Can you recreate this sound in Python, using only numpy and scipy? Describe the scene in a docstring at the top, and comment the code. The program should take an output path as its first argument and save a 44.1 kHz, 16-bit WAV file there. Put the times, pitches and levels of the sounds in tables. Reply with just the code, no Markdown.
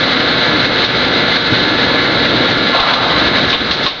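"""Plate shear in a workshop.

The machine idles: gear whine and motor tones in a dense roar of fan, bearings and hall, with bright hiss.
A steel plate is pushed over the bed: it rumbles, scrapes, thumps and finally clanks against the stops.
A gain control ducks the drone after each loud clank."""
import sys
import numpy as np
from scipy import signal
from scipy.fft import rfft, irfft
from scipy.io import wavfile
from scipy.ndimage import uniform_filter1d, minimum_filter1d

SR = 44100
rng = np.random.default_rng(int(sys.argv[2]) if len(sys.argv) > 2 else 0)


def transcribe(signal):
    """Save signal, clipped to [-1, 1], as a 16-bit WAV file at the path in sys.argv[1]."""
    frames = np.atleast_2d(signal).T
    limited = np.clip(frames, -1, 1)
    pcm = np.round(limited * 32767).astype(np.int16)
    wavfile.write(sys.argv[1], SR, pcm)


N = 176400
T = np.arange(N) / SR

# roar of fan, bearings and hall: freq_hz, density_db
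ROAR_SPECTRUM = [(25, -16), (45, -30), (62, -15), (130, -10.5), (280, -2), (420, -11.5), (470, -4),
                 (700, -5), (930, -9), (1350, -7.5), (1600, -3.5), (1760, -5.5), (1860, -7), (1950, -5.5),
                 (2100, -4.5), (2460, -11), (3000, -9.5), (3500, -5.5), (3750, -3), (3880, -3),
                 (4000, -1.5), (4150, -6.5), (4260, -5), (4380, -8.5), (4530, -12.5), (4700, -12.5),
                 (5000, -18), (5250, -25), (6200, -30), (6900, -39), (7300, -65.5)]
# housing resonances: freq_hz, boost_db
HOUSING_RESONANCES = [(1742, 0), (1945, 1), (2880, 0.5), (2965, 2), (3765, 0.5), (3965, -2), (4035, 3.5)]
# motor and drive tones: pitch_hz, level_db
MOTOR_TONES = [(60.8, -38.5), (113.1, -32.5), (126.0, -33.5), (159.6, -33.5), (249.6, -30), (301.2, -38),
               (414.1, -40.5), (453.9, -33), (474.3, -27), (605.7, -33.5), (888.7, -30.5), (1257.9, -35.5),
               (1303.1, -40.5), (1323.0, -29), (1394.1, -25.5), (1414.6, -32), (1435.2, -36),
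               (1565.7, -33.5), (1585.8, -34.5), (1617.5, -50), (1657.1, -36), (1737.0, -33), (3310.3, -40),
               (3325.6, -43), (4152.8, -29.5)]
# tooth-rate harmonics: multiple, level_db
GEAR_HARMONICS = [(1, -49.5), (2, -36.5), (3, -31), (4, -37.5), (7, -47.5), (9, -48.5), (12, -40.5),
                  (13, -36), (14, -37.5), (15, -40), (16, -36), (17, -30.5), (18, -43), (19, -26.5),
                  (22, -34), (23, -32.5), (24, -31), (25, -33.5), (27, -44), (28, -38.5), (29, -43),
                  (30, -39.5), (31, -43.5), (32, -39.5), (33, -39), (34, -46), (35, -43), (36, -44),
                  (37, -35), (38, -32.5), (39, -43.5), (41, -31), (42, -31), (43, -34.5), (44, -30.5),
                  (45, -34), (47, -51), (48, -37)]
# rumble level as the plate is pushed: time_s, level_db
PUSH_CURVE = [(0, -23.5), (.45, -20), (.58, -18), (.8, -22.5), (.9, -22), (1.0, -18.5), (1.27, -21),
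              (1.42, -31), (1.53, -19.5), (1.95, -19.5), (2.35, -16), (2.73, -23), (2.81, -31), (2.94, -22),
              (3.05, -23), (3.4, -17.5), (3.5, -23), (3.6, -20), (3.84, -18), (3.9, -33)]
# plate on the bed: freq_hz, density_db
RUMBLE_SPECTRUM = [(30, -30.5), (58, -11), (85, -12), (125, -3), (200, -5.5), (290, 1.5), (360, -1.5),
                   (420, -6), (520, -2.5), (900, -15.5), (2000, -17), (5000, -61)]
# plate's lowest bending mode: freq_hz, density_db
BOOM_SPECTRUM = [(35, -37), (55, 5.5), (66, 3.5), (85, -12), (115, -4), (180, -28.5), (1000, -76.5)]
# plate's ringing modes: freq_hz, boost_db
PLATE_RESONANCES = [(595, 5), (678, 6), (760, 8), (900, 4), (1080, 7.5), (1200, 6.5), (1370, 7)]
# edge strokes: start_s, hold_s, level_db
SCRAPE_STROKES = [(1.862, 0.079, -24), (2.719, 0.09, -14.5), (2.863, 0.058, -18.5), (3.004, 0.17, -27),
                  (3.256, 0.056, -35)]
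# scraping edge: freq_hz, density_db
SCRAPE_SPECTRUM = [(200, -36.5), (430, -15.5), (580, 1.5), (800, 1.5), (1100, 4), (1450, 0), (1900, -14),
                   (3000, -5.5), (4200, -8.5), (6000, -50)]
# dull blows: start_s, level_db
THUMP_HITS = [(0.539, -19), (1.516, -9), (2.582, -11), (2.999, -12), (3.155, -16), (3.376, -13),
              (3.469, -18)]
# dull blow: freq_hz, density_db
THUMP_SPECTRUM = [(30, -30.5), (60, -21), (115, 5.5), (200, -7.5), (300, -0.5), (600, -26.5), (3000, -58.5)]
# steel-on-steel blows: start_s, level_db, tilt_db_per_octave, lowpass_hz
CLANK_HITS = [(0.343, -20.5, -1, 7000), (0.844, -14, 2.5, 7000), (2.799, -9.5, -2.5, 7000),
              (2.934, -10, -0.5, 6960), (3.379, -13, -1.5, 7000), (3.488, -20, 10, 7000),
              (3.499, -13, 6, 7000), (3.527, -2.5, 1, 3640), (3.544, -9, -2, 3870), (3.709, -6, 1.5, 7000),
              (3.733, -17, 13, 7000), (3.831, -17, 16.5, 6000), (3.863, 4.5, -1.5, 6500)]
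# steel-on-steel blow: freq_hz, density_db
CLANK_SPECTRUM = [(30, -18.5), (150, -16), (500, -10), (1050, -6), (1500, -8.5), (2400, -6), (3100, -2),
                  (3700, 5), (4100, 2), (4700, -8.5), (5500, -16.5), (6500, -26.5), (7300, -50.5)]
# clear tones in every clank: pitch_hz, relative_db, decay_s
CLANK_TONES = [(1083, -10.5, 0.014), (4097, -11.5, 0.018)]

TILT_PIVOT_HZ = 3510


def from_db(db):
    """Decibels to gain."""
    return 10 ** (np.asarray(db) / 20)


def unit_rms(x):
    """Scale to rms 1."""
    return x / np.sqrt(np.mean(x ** 2) + 1e-20)


def drift(rate_hz):
    """Smooth random curve, rms about 1."""
    hop, settle = 100, 1000
    pole = np.exp(-2 * np.pi * rate_hz * hop / SR)
    white = rng.standard_normal(N // hop + settle + 2)
    slow = signal.lfilter([1], [1, -2 * pole, pole * pole], white)[settle:]
    return np.interp(np.arange(N) / hop, np.arange(len(slow)), unit_rms(slow))


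def noise(spectrum, tilt_db_per_octave=0, modes=()):
    """Coloured noise, rms 1, with a ripple of dense steel and hall resonances and optional modes."""
    ripple_db, ripple_spacing_hz, mode_width_hz = 1.2, 12, 29
    freq_hz = np.fft.rfftfreq(N, 1 / SR)
    octave = np.log2(np.maximum(freq_hz, 1))
    points_hz, points_db = np.transpose(spectrum)
    colour_db = np.interp(octave, np.log2(points_hz), points_db)
    colour_db += tilt_db_per_octave * (octave - np.log2(TILT_PIVOT_HZ))
    ripple = rng.uniform(-1, 1, size=2000) * np.sqrt(3)
    colour_db += ripple_db * np.interp(freq_hz / ripple_spacing_hz, np.arange(len(ripple)), ripple)
    for mode_hz, boost_db in modes:
        colour_db += boost_db / (1 + (2 * (freq_hz - mode_hz) / mode_width_hz) ** 2)
    return unit_rms(irfft(rfft(rng.standard_normal(N)) * from_db(colour_db), N))


def flicker(x, shared_db, own_db, rate_hz):
    """Octave bands swell and sink, partly together, partly alone."""
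    octave = np.log2(np.maximum(np.fft.rfftfreq(N, 1 / SR), 1))
    centres = np.arange(6, 14)  # octaves, 64 to 8192 Hz
    spectrum = rfft(x)
    together_db = shared_db * drift(rate_hz)
    out = np.zeros(N)
    for weights in np.eye(len(centres)):
        band = irfft(spectrum * np.interp(octave, centres, weights), N)
        out += band * from_db(together_db + own_db * drift(rate_hz))
    return out


def envelope(start_s, attack_s, decay_s, hold_s=0):
    """Linear rise, hold, exponential fall."""
    rise = np.clip((T - start_s) / attack_s, 0, 1)
    return rise * np.exp(-np.maximum(T - start_s - attack_s - hold_s, 0) / decay_s)


def tone(pitch_hz, rms_db):
    """Sine following a pitch curve and a level, random phase."""
    return np.sqrt(2) * from_db(rms_db) * np.sin(2 * np.pi * (np.cumsum(pitch_hz) / SR + rng.random()))


def roar():
    """Fan, bearing and hall noise, coloured by the housing."""
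    rush = noise(ROAR_SPECTRUM, modes=HOUSING_RESONANCES)
    return from_db(-15) * flicker(rush, shared_db=1.47, own_db=0.57, rate_hz=16.2)


def motor():
    """Hum and whine of the drive; each tone wavers alone."""
    gain_db, waver_db, wander_hz = -3.5, 1.5, 0.61
    return sum(tone(pitch_hz + wander_hz * drift(4.1), gain_db + level_db + waver_db * drift(3.35))
               for pitch_hz, level_db in MOTOR_TONES)


def gears():
    """Meshing teeth: harmonics locked to one nearly constant speed."""
    mean_tooth_hz, speed_wander = 89.866, 0.00027
    gain_db, waver_db = -0.4, 2
    tooth_hz = mean_tooth_hz * (1 + speed_wander * drift(2.34))
    return sum(tone(multiple * tooth_hz, gain_db + level_db + waver_db * drift(6.1))
               for multiple, level_db in GEAR_HARMONICS)


def plate_rumble():
    """The plate rumbles as it is pushed over the bed."""
    push = from_db(np.interp(T, *np.transpose(PUSH_CURVE)))
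    return push * flicker(noise(RUMBLE_SPECTRUM), shared_db=-1.0, own_db=-1.54, rate_hz=21)


def plate_boom():
    """The lowest bending mode booms during the last push."""
    swell = envelope(start_s=3.12, attack_s=0.022, decay_s=0.19, hold_s=0.72)
    return from_db(-31.5) * swell * noise(BOOM_SPECTRUM)


def plate_scrapes():
    """Short strokes of the edge set the plate's modes ringing."""
    strokes = sum(from_db(level_db) * envelope(start_s, attack_s=0.022, decay_s=0.19, hold_s=hold_s)
                  for start_s, hold_s, level_db in SCRAPE_STROKES)
    friction = noise(SCRAPE_SPECTRUM, modes=PLATE_RESONANCES)
    return strokes * flicker(friction, shared_db=0.5, own_db=-0.1, rate_hz=36)


def plate_thumps():
    """Dull blows of the plate: short bursts of low noise."""
    blows = sum(from_db(level_db) * envelope(start_s, attack_s=0.004, decay_s=0.014)
                for start_s, level_db in THUMP_HITS)
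    return blows * noise(THUMP_SPECTRUM)


def plate_clanks():
    """Steel on steel excites the plate's modes: short ring, hall tail; soft contact dulls the top."""
    attack_s, decay_s = 0.0028, 0.016
    out = np.zeros(N)
    for start_s, level_db, tilt_db_per_octave, lowpass_hz in CLANK_HITS:
        blow = envelope(start_s, attack_s, decay_s)
        hall_tail = from_db(-12) * envelope(start_s, attack_s=decay_s, decay_s=0.1)
        ring = np.zeros(N)
        for pitch_hz, relative_db, ring_decay_s in CLANK_TONES:
            ring_db = relative_db + tilt_db_per_octave * np.log2(pitch_hz / TILT_PIVOT_HZ)
            ring += tone(np.full(N, pitch_hz), ring_db) * envelope(start_s, attack_s, ring_decay_s)
        burst = (blow + hall_tail) * noise(CLANK_SPECTRUM, tilt_db_per_octave, PLATE_RESONANCES)
        contact = signal.butter(4, lowpass_hz, fs=SR, output="sos")
        out += from_db(level_db) * signal.sosfilt(contact, burst + ring)
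    return out


def scene():
    """Machine and plate from in front of the bed, mono."""
    machine = gears() + motor() + roar()
    plate = plate_rumble() + plate_boom() + plate_scrapes() + plate_thumps() + plate_clanks()
    return (machine + plate)[None]


def gain_control(x):
    """Ducks fast on loud treble, recovers slowly."""
    highpass_hz, window_s, threshold_db, release_db_per_s = 1810, 0.0057, -13.5, 23
    treble = signal.sosfilt(signal.butter(2, highpass_hz, "high", fs=SR, output="sos"), x[0])
    pole = np.exp(-1 / (window_s * SR))
    power = signal.lfilter([1 - pole], [1, -pole], treble ** 2)
    over_db = np.maximum(10 * np.log10(power + 1e-12) - threshold_db, 0)
    release_db = release_db_per_s * T
    duck_db = np.maximum.accumulate(over_db + release_db) - release_db
    return x * from_db(-duck_db)


def limiter(x, ceiling, window_s):
    """Smoothed gain dips around peaks above the ceiling."""
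    span = int(window_s * SR)
    gain = ceiling / np.maximum(np.abs(x), ceiling)
    return x * uniform_filter1d(minimum_filter1d(gain, span), span)


def record(dry):
    """Gain control, peak limiter, steep low-pass."""
    cutoff_hz = 7150
    limited = limiter(gain_control(dry), ceiling=0.92, window_s=0.002)
    return signal.sosfilt(signal.ellip(12, 0.2, 90, cutoff_hz, fs=SR, output="sos"), limited)


dry = scene()
out = record(dry)
transcribe(out)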